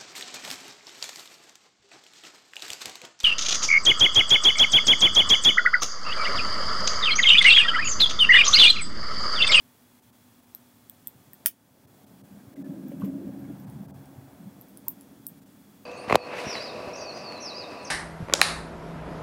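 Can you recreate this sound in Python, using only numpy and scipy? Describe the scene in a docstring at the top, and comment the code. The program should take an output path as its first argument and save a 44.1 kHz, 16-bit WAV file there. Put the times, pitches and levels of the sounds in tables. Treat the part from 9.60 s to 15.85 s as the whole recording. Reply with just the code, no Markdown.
"""A quiet room with a small fan; the microphone's hiss drops out now and then. Beads threaded by hand
tick against each other, each tick coming back from the ceiling. Near 1.9 s one snaps down hard and
the gain control ducks. From about 2.5 s a low rumble swells, probably a vehicle passing outside,
while clothes rustle and the hands knock and brush. The rumble fades under a last run of ticks;
the one at 5.67 s leaves a faint, crackly treble tail."""
import sys
import numpy as np
from scipy import signal
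from scipy.fft import rfft, irfft, next_fast_len
from scipy.io import wavfile
from scipy.ndimage import uniform_filter1d

SR = 44100
rng = np.random.default_rng(int(sys.argv[2]) if len(sys.argv) > 2 else 0)


def to_wav(sig):
    """Store sig (one row per channel, or 1-D mono) as 16-bit WAV at the path in sys.argv[1].

    Samples outside -1..1 are clipped; the rate is SR.
    """
    pcm = np.clip(np.atleast_2d(sig), -1, 1) * 32767
    pcm = np.round(pcm).astype(np.int16)
    wavfile.write(sys.argv[1], SR, pcm.T)  # frames by channels


N = 275713

# The beads' ticks; the last two rows are a faint, crackly treble tail after the tick at 5.67 s:
# start_s, level_db, ring_hz, ring_width_hz, ring_db, body_db, low_ping_hz, low_ping_db,
# middle_ping_db, high_ping_hz, high_ping_db, echo_send_db, room_send_db
TICKS_AND_TAIL = [(0.9490, -32, 13200, 900, 13, -32.5, 4000, -19.5, -21, 8200, -19, -13, -15),
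                  (1.2975, -36.5, 14460, 1000, 8, -27, 3350, -15.5, -30, 8550, -9, -19, -13),
                  (1.4724, -26.5, 14150, 1700, 5.5, -38, 3450, -23, -30, 8240, -15, -11, -14),
                  (1.7334, -39.5, 14100, 2600, 7, -23, 1830, -13, -28, 8200, -19, -7, -12),
                  (1.8598, -13.5, 14200, 5950, 6, -11, 5200, -21, -29, 8700, -14, -4.5, -4),
                  (1.8611, -18.5, 10900, 5000, 8, -5.5, 3550, -23, -12, 9450, -5, -16, -3),
                  (1.8614, -23.5, 11500, 5000, -1, -0.5, 1530, -21.5, -20, 8400, -20, -12, -2),
                  (3.283, -49, 14800, 700, 12, -19, 6300, -24, -26, 8300, -24, -13, -8),
                  (3.4470, -52.5, 14300, 2200, 8, -15, 2800, -7, -22, 7200, -14, -5, 6),
                  (3.9996, -52, 14300, 900, 13, -14, 4000, -24, -26, 7960, -22, -11, -5),
                  (4.0994, -54, 10800, 800, 4, -15, 4000, -22, -24, 9150, -6, -14, -1),
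                  (4.457, -57, 10000, 2000, 0, -6, 4023, -22, -12, 8260, -14, -14, -6),
                  (5.0122, -42, 12700, 985, 22, -23, 4000, -30, -30, 7100, -23, -10, -11),
                  (5.1731, -41.5, 10700, 850, 5, -16, 4037, -29, -24, 8600, -7, -18, -7),
                  (5.2827, -20, 14600, 1900, 5, -32, 2500, -33, -38, 10800, -14, -19, -8),
                  (5.2838, -27, 14600, 1400, 0, -21, 5160, -19, -34, 7150, -16, -30, -9),
                  (5.4103, -46, 10500, 800, 8, -16, 4000, -26, -26, 7300, -15, -12, -2),
                  (5.6673, -28.5, 14000, 1294, -3, -25.5, 3900, -31, -22, 8330, -10.5, -17, -6),
                  (5.6795, -45, 14300, 2500, 1, -37, 3900, -41, -37, 8500, -15, -1, -12),
                  (5.6863, -44, 12600, 2500, 8, -30, 3900, -36, -34, 8500, -13, -8, -16)]
CEILING_DELAY_S, BOUNCE_LOSS_DB = .0085, 13
def beads():
    """Each cue sounds directly, then bounces between ceiling and table; returns ticks and a room send."""
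    ticks, room_send = np.zeros(N), np.zeros(N)
    upward = signal.butter(1, 8000, "high", fs=SR, output="sos")
    for start_s, db, *voice, echo_db, send_db in TICKS_AND_TAIL + grazes():
        add(ticks, start_s, from_db(db) * tick(voice, grind_s=.0006, grind_share=.15))
        # the room gathers all directions, evening out the colour; cupped fingers hold part of it back
        add(room_send, start_s, from_db(db + send_db) * tick(voice, grind_s=.0006, grind_share=0))
        # the echo is smeared and keeps mostly the treble, which beams upward
        smeared = tick(voice, grind_s=.0009, grind_share=.5)
        echo = from_db(db + echo_db) * signal.sosfilt(upward, smeared)
        add(ticks, start_s + CEILING_DELAY_S, echo)
        add(ticks, start_s + 2 * CEILING_DELAY_S, from_db(-BOUNCE_LOSS_DB) * echo)
    return ticks, room_send


# The bright modes of a struck bead: pitch_hz, width_hz, gain_db
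BEAD_RING = [(8290, 160, 0), (9170, 190, -5), (10160, 220, -3), (11360, 370, -6), (12770, 420, 1),
             (14300, 850, -5.5), (14900, 810, 1)]
# The lower modes of what it strikes: pitch_hz, width_hz, gain_db
BODY_RING = [(910, 410, -12), (1364, 600, -5.5), (1960, 340, 2), (2660, 450, -5), (3610, 380, -4.5),
             (4570, 600, -6.5), (5580, 1300, 5), (6770, 1500, -2.5)]
MIDDLE_PING_HZ, PING_T60_CYCLES = 5720, 42
def tick(voice, grind_s, grind_share):
    """One tick heard from one direction: a bright bead ring, a lower body and three short pings."""
    ring_hz, width_hz, ring_db, body_db, low_hz, low_db, middle_db, high_hz, high_db = voice
    ring = resonate(contact(grind_s, grind_share), ring_hz, width_hz)
    ring = unit_tick(resonate(ring, ring_hz, width_hz))
    modes = struck(contact(grind_s, grind_share), BEAD_RING, lowest_hz=7600)
    bead = unit_tick(modes + from_db(ring_db) * ring)
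    body = struck(contact(grind_s, grind_share), BODY_RING, lowest_hz=620)
    pings = sum(from_db(db) * unit_tick(thud(hz, PING_T60_CYCLES / hz, rise_s=0.00013)[:len(ring)])
                for hz, db in ((low_hz, low_db), (MIDDLE_PING_HZ, middle_db), (high_hz, high_db)))
    return bead + from_db(body_db) * body + pings


def contact(grind_s, grind_share):
    """A hard touch: one sharp impact, then micro-impacts that die within a millisecond or two."""
    t = np.arange(SR // 50) / SR
    force = grind_share * rng.standard_normal(len(t)) * np.exp(-t / grind_s)
    force[0] += 1
    return force


def struck(force, modes, lowest_hz):
    """Modes ring together in alternating polarity; a small thing radiates nothing far below them."""
    rings = sum((-1) ** k * from_db(db) * resonate(force, hz, width)
                for k, (hz, width, db) in enumerate(modes))
    low_cut = signal.butter(4, lowest_hz, "high", fs=SR, output="sos")
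    return unit_tick(signal.sosfilt(low_cut, rings))


# The tone of a graze: the columns of TICKS_AND_TAIL from ring_hz on
GRAZE_TONE = (13000, 2500, 3, -16, 4000, -22, -22, 8200, -18, -12, 3)
GRAZES_PER_S, GRAZE_DB, GRAZE_SPREAD_DB = 1.4, -62, 8
def grazes():
    """Beads just touch at random moments: faint extra rows for TICKS_AND_TAIL."""
    draws = rng.random((int(GRAZES_PER_S * N / SR), 2))
    return [(when * N / SR, GRAZE_DB + GRAZE_SPREAD_DB * (2 * size - 1), *GRAZE_TONE)
            for when, size in draws]


# Soft knocks of the hands: start_s, peak_db, pitch_hz, t60_s
HAND_KNOCKS = [(1.861, -46.5, 520, 0.016), (2.966, -54, 2000, 0.01), (3.036, -53.5, 1716, 0.03),
               (3.419, -35.5, 1095, 0.011), (3.421, -49, 1500, 0.019), (3.440, -55, 1050, 0.041),
               (3.125, -47, 565, 0.04), (3.316, -38, 547, 0.037), (3.437, -37, 438, 0.022),
               (3.69, -41.5, 522, 0.032), (3.757, -52, 774, 0.043), (3.85, -57.5, 2210, 0.025),
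               (5.267, -49, 940, 0.013), (5.277, -40.5, 957, 0.017)]
# String and sleeve brushing past: start_s, length_s, level_db
SLEEVE_BRUSHES = [(3.297, 0.046, -64), (3.397, 0.035, -60.5), (3.435, 0.028, -57), (3.9, 0.056, -73)]
# The colour of a brush: frequency_hz, gain_db
BRUSH_EQ = [(700, -14), (1100, -11), (2000, 5), (2750, 6), (4200, -6), (8000, -7), (12000, -1),
            (15500, -13)]
def handwork():
    """Handling makes dull, short knocks and soft brushes that rise and fall with the pressure."""
    knocks, t = np.zeros(N), np.arange(N) / SR
    for start_s, db, hz, t60 in HAND_KNOCKS:
        add(knocks, start_s, from_db(db) * thud(hz, t60, rise_s=0.0026))
    pressure = sum(from_db(db) * np.sin(np.pi * np.clip((t - start_s) / length_s, 0, 1))
                   for start_s, length_s, db in SLEEVE_BRUSHES)
    return knocks + pressure * coloured_noise(BRUSH_EQ)


def thud(hz, t60, rise_s):
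    """One damped mode with a rounded attack; its envelope peaks at 1."""
    t = np.arange(SR // 5) / SR
    envelope = (1 - np.exp(-t / rise_s)) ** 2 * from_db(-60 * t / t60)
    return envelope / envelope.max() * np.sin(2 * np.pi * hz * t)


# The rumble's layers (deep bed, drone near 200 Hz, boom near 280 Hz, roar): frequency_hz, gain_db
DEEP_EQ = [(30, -34), (50, -21.5), (75, -5), (110, -5), (135, 5), (160, -5), (240, -50)]
DRONE_EQ = [(90, -22.5), (130, -12.5), (155, -7), (200, 1), (230, -8), (260, -41), (400, -49.5)]
BOOM_EQ = [(180, -41), (235, -13.5), (255, -4.5), (279, 0.5), (298, -9), (320, -10.5), (370, -16.5),
           (450, -29.5), (800, -60)]
ROAR_EQ = [(200, -36), (340, 4), (450, -2.5), (700, -1.5), (950, -8.5), (1380, -12), (1630, -13.5),
           (1900, -17), (2800, -24.5), (6000, -53)]
# Fader rides for drone and boom: time_s, gain_db
DRONE_FADER = [(2.3, -65), (2.78, -48.5), (2.96, -64), (3.0, -43), (3.26, -44), (3.39, -39), (3.45, -33),
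               (3.54, -39.5), (3.95, -44.5), (4.08, -42.5), (4.12, -53), (4.16, -35.5), (4.23, -38),
               (4.26, -49.5), (4.72, -67), (4.88, -39), (4.91, -54.5), (6.25, -58.5)]
BOOM_FADER = [(2.35, -67), (2.41, -64), (2.94, -53), (2.98, -39), (3.41, -40), (3.46, -33.5), (3.69, -38.5),
              (3.72, -47.5), (3.75, -39), (3.86, -43), (3.9, -36), (3.95, -49), (5.1, -57), (5.33, -53.5),
              (6.25, -60.5)]
# Jolts within the rumble: start_s, gain_db, pitch_hz
JOLTS = [(1.548, -51, 130), (1.667, -49, 127.5), (2.242, -48, 114), (2.625, -49, 128), (2.728, -47, 143),
         (2.866, -43.5, 116), (3.084, -31, 172), (3.429, -26.5, 153), (3.476, -27.5, 256), (3.66, -30, 234),
         (3.879, -33.5, 201), (3.958, -43, 150), (4.074, -33.5, 129), (4.313, -41.5, 140),
         (4.393, -44.5, 136), (4.573, -39, 123.7), (4.799, -40, 160.2)]
# The roar's hollow resonance, highest as the vehicle goes by: time_s, pitch_hz
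ROAR_SWEEP = [(2.9, 603.6), (3.4, 557.6), (4.2, 821.4), (4.9, 619.5), (5.3, 399.3), (6.25, 345.7)]
# Fade-in over all these layers as the vehicle comes into earshot: time_s, gain_db
APPROACH_FADER = [(.9, -9.5), (1.6, -0.5)]
def passing_rumble():
    """Drone and boom swell unevenly, with jolts; the deep bed and a smooth roar follow the distance."""
    # drone and boom each set a room mode ringing
    drone = coloured_noise(DRONE_EQ) + from_db(-6) * narrow_noise(hz=203, width_hz=15.3)
    boom = coloured_noise(BOOM_EQ) + from_db(-1.5) * narrow_noise(hz=277, width_hz=15.6)
    deep_db = pass_by_db(nearest_s=4, passing_s=1.0, nearest_db=-51, falloff=3) + lurch(swing_db=4)
    deep = coloured_noise(DEEP_EQ)
    drone_db = automation(DRONE_FADER) + lurch(swing_db=2)
    boom_db = automation(BOOM_FADER)
    lows = sum(from_db(db) * steady(noise, span_s=0.1)
               for db, noise in ((deep_db, deep), (drone_db, drone), (boom_db, boom)))
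    # the boom's octave overtone falls away faster than the boom when that gets quiet
    overtone_db = boom_db - 18 + 0.48 * np.minimum(boom_db + 54, 0)
    lows += from_db(overtone_db) * narrow_noise(hz=571.6, width_hz=100)
    for start_s, db, hz in JOLTS:
        add(lows, start_s, from_db(db) * jolt(hz))
    roar = from_db(-2.5) * coloured_noise(ROAR_EQ)
    roar += from_db(-7) * narrow_noise(automation(ROAR_SWEEP), width_hz=325)
    roar_db = pass_by_db(nearest_s=4, passing_s=1.14, nearest_db=-54, falloff=1.66)
    return from_db(automation(APPROACH_FADER)) * (lows + from_db(roar_db) * roar)


def jolt(hz, length_s=0.032, rise_share=0.42):
    """A low tone that swells quickly and dies away."""
    t = np.arange(int(length_s * SR)) / SR
    swell = np.interp(t / length_s, [0, rise_share, 1], [0, 1, 0])
    return np.sin(np.pi / 2 * swell) ** 2 * np.sin(2 * np.pi * hz * t)


def pass_by_db(nearest_s, passing_s, nearest_db, falloff):
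    """Level of a source going by straight at steady speed; amplitude is 1 / distance ** falloff."""
    distance = np.hypot(1, (np.arange(N) / SR - nearest_s) / passing_s)
    return nearest_db - 20 * falloff * np.log10(distance)


# Fader ride for the clothes: time_s, level_db
CLOTH_FADER = [(2.4, -95), (2.75, -74), (3.1, -71.5), (3.65, -71), (4.2, -69), (4.7, -95)]
# The cloth's dull resonances: pitch_hz, width_hz, gain_db
CLOTH_MODES = [(1130, 98, -8), (1620, 83, 2.5), (2220, 110, -13.5)]
def rustle(catches_per_s=180):
    """Cloth slips in many tiny catches as the body shifts, each ringing its resonances."""
    catches = (rng.random(N) < catches_per_s / SR) * rng.standard_normal(N)
    cloth = sum(from_db(db) * resonate(catches + 1e-18, hz, width) for hz, width, db in CLOTH_MODES)
    return from_db(automation(CLOTH_FADER) + lurch(swing_db=1.5)) * rms_one(cloth)


# The room's diffuse tail by band: low_hz, high_hz, t60_s, gain_db
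REVERB_BANDS = [(414, 900, 0.053, -21), (1000, 2700, 0.16, -16.5), (2610, 5600, 0.15, -14.5),
                (6020, 11000, 0.14, -15), (11200, 14000, 0.091, -10), (14000, 15700, 0.088, -8)]
def room(send, predelay_s=0.002, build_s=0.008):
    """Dense reflections build up and die by band; the tail keeps the ring of each tick."""
    response, t = 0, np.maximum(np.arange(SR // 3) / SR - predelay_s, 0)
    for low_hz, high_hz, t60, db in REVERB_BANDS:
        band = signal.butter(3, [low_hz, max(high_hz, 1.2 * low_hz)], "band", fs=SR, output="sos")
        envelope = from_db(-60 * t / t60) * np.minimum(t / build_s, 1)
        tail = signal.sosfilt(band, rng.standard_normal(len(t))) * envelope
        response = response + from_db(db) * tail / np.sqrt(np.sum(tail ** 2))
    return signal.fftconvolve(send, response)[:N]


# The colour of room air and microphone hiss: frequency_hz, gain_db
AIR_EQ = [(25, 3), (60, -8.5), (100, 8.5), (170, 2), (250, 9), (330, 0), (480, -2.5), (750, -3), (1100, -5),
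          (1800, -8.5), (2700, -11.5), (6000, -13), (11000, -12), (15700, -9), (16200, -37)]
# A small fan's hum and whine: pitch_hz, width_hz, level_db
FAN_TONES = [(69.6, 4.1, -79), (109.8, 3.5, -72.5), (245.4, 7.1, -65), (891, 13, -79), (3375, 42, -79.5)]
def room_tone(air_db=-60):
    """A steady bed of air and hiss, with the fluttering tones of a small fan."""
    fan = sum(from_db(db) * steady(narrow_noise(hz, width), span_s=0.068) for hz, width, db in FAN_TONES)
    return from_db(air_db) * coloured_noise(AIR_EQ) + fan


# Brief holes in the hiss: middle_s, length_s, depth_db, top_hz
HISS_GAPS = [(0.411, 0.022, -7, 17000), (0.516, 0.021, -9, 17000), (0.816, 0.022, -4, 17000),
             (0.858, 0.021, -3, 17000), (2.266, 0.013, -11.5, 17000), (2.458, 0.014, -10, 17000),
             (2.628, 0.019, -10.5, 17000), (2.951, 0.011, -20, 17000), (3.035, 0.013, -14, 17010),
             (4.061, 0.014, -6.5, 17000), (4.272, 0.018, -9, 17000), (4.326, 0.027, -12.5, 16900),
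             (5.294, 0.011, -34, 10800), (5.679, 0.012, -30, 7260), (5.808, 0.016, -7, 17000),
             (5.849, 0.019, -7, 17070)]
def dropouts(mix, low_hz=1500, edge_s=0.0068):
    """The mix dips for a moment from low_hz to top_hz: hiss and tails cut out, the low end stays."""
    t, size = np.arange(N) / SR, next_fast_len(N)
    spectrum, hz = rfft(mix, size), np.fft.rfftfreq(size, 1 / SR)
    for middle_s, length_s, depth_db, top_hz in HISS_GAPS:
        band = np.clip(2 * hz / low_hz - 1, 0, 1) * np.clip(10 * (1 - hz / top_hz) + 1, 0, 1)
        shut = np.clip((length_s / 2 - np.abs(t - middle_s)) / edge_s + .5, 0, 1)
        mix = mix - irfft(spectrum * band, size)[:N] * (1 - from_db(depth_db * shut))
    return mix


def gain_control(x, threshold_db, release_db_per_s, attack_s, reaction_s):
    """A moment after a loud peak the gain ducks; it creeps back up."""
    level_db = 10 * np.log10(np.maximum(uniform_filter1d(x[0] ** 2, SR // 200), 1e-12))
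    over_db = np.maximum(level_db - threshold_db, 0)
    t = np.arange(N) / SR
    release_db = release_db_per_s * t
    held_db = np.maximum.accumulate(over_db + release_db) - release_db
    late_db = np.interp(t - reaction_s, t, held_db)
    pole = np.exp(-1 / (attack_s * SR))
    return x * from_db(-signal.lfilter([1 - pole], [1, -pole], late_db))


def coloured_noise(eq):
    """Noise of rms 1 shaped by an EQ curve, rolling off beyond its ends."""
    hz, db = np.transpose(eq)
    size = next_fast_len(N)
    f = np.maximum(np.fft.rfftfreq(size, 1 / SR), 1)
    roll_off = np.minimum(f / hz[0], 1) ** 2 * np.minimum(hz[-1] / f, 1) ** 2
    gain = from_db(np.interp(np.log(f), np.log(hz), db)) * roll_off
    return rms_one(irfft(rfft(rng.standard_normal(size)) * gain, size)[:N])


def narrow_noise(hz, width_hz):
    """Noise of rms 1 in a narrow band whose centre may move."""
    low_pass = signal.butter(2, width_hz / 2, fs=SR, output="sos")
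    slow = signal.sosfilt(low_pass, rng.standard_normal((2, N + SR)))[:, SR:]
    phase = 2 * np.pi * np.cumsum(hz * np.ones(N)) / SR
    return rms_one(slow[0] * np.cos(phase) + slow[1] * np.sin(phase))


def lurch(swing_db, rate_hz=7.5):
    """Random swells and sags in dB, soft-limited to twice swing_db."""
    return swing_db * 2 * np.tanh(narrow_noise(0, 2 * rate_hz) / 2)


def steady(x, span_s):
    """Even out the slow swings of a noise and keep its fast flutter."""
    return x / np.sqrt(uniform_filter1d(x * x, int(span_s * SR)) + 0.023)


def resonate(x, hz, width_hz):
    """Two-pole resonance with unity gain at its peak."""
    r = np.exp(-np.pi * width_hz / SR)
    feedback = [1, -2 * r * np.cos(2 * np.pi * hz / SR), r * r]
    return signal.lfilter(np.array([1, 0, -1]) * (1 - r * r) / 2, feedback, x)


def automation(points):
    """Straight ramps through (time_s, value) points, at every sample."""
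    return np.interp(np.arange(N) / SR, *np.transpose(points))


def add(out, start_s, sound):
    """Mix a sound in at its cue."""
    at = min(int(round(start_s * SR)), N)
    out[at:at + len(sound)] += sound[:N - at]


def unit_tick(x):
    """Scale a short sound so that its energy equals 2 ms at rms 1."""
    return x / np.sqrt(np.sum(x ** 2) / (SR / 500))


def rms_one(x):
    """Scale to unit rms."""
    return x / np.sqrt(np.mean(x ** 2) + 1e-20)


def from_db(db):
    """Decibels to gain."""
    return 10 ** (np.asarray(db) / 20)


def scene():
    """Beads, hands and cloth over the rumble and the room tone, in mono, with brief dropouts."""
    ticks, room_send = beads()
    hands = handwork()
    mix = ticks + hands + room(room_send + hands) + rustle() + passing_rumble() + room_tone()
    return dropouts(mix)[None]


def record(dry):
    """A small microphone with little bass, gain control, then a steep high cut."""
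    thin = signal.sosfilt(signal.butter(2, 52, "high", fs=SR, output="sos"), dry)
    ducked = gain_control(thin, threshold_db=-22, release_db_per_s=14.5, attack_s=0.015, reaction_s=0.029)
    return signal.sosfilt(signal.ellip(10, .2, 70, 16400, fs=SR, output="sos"), ducked)


dry = scene()
out = record(dry)
to_wav(out)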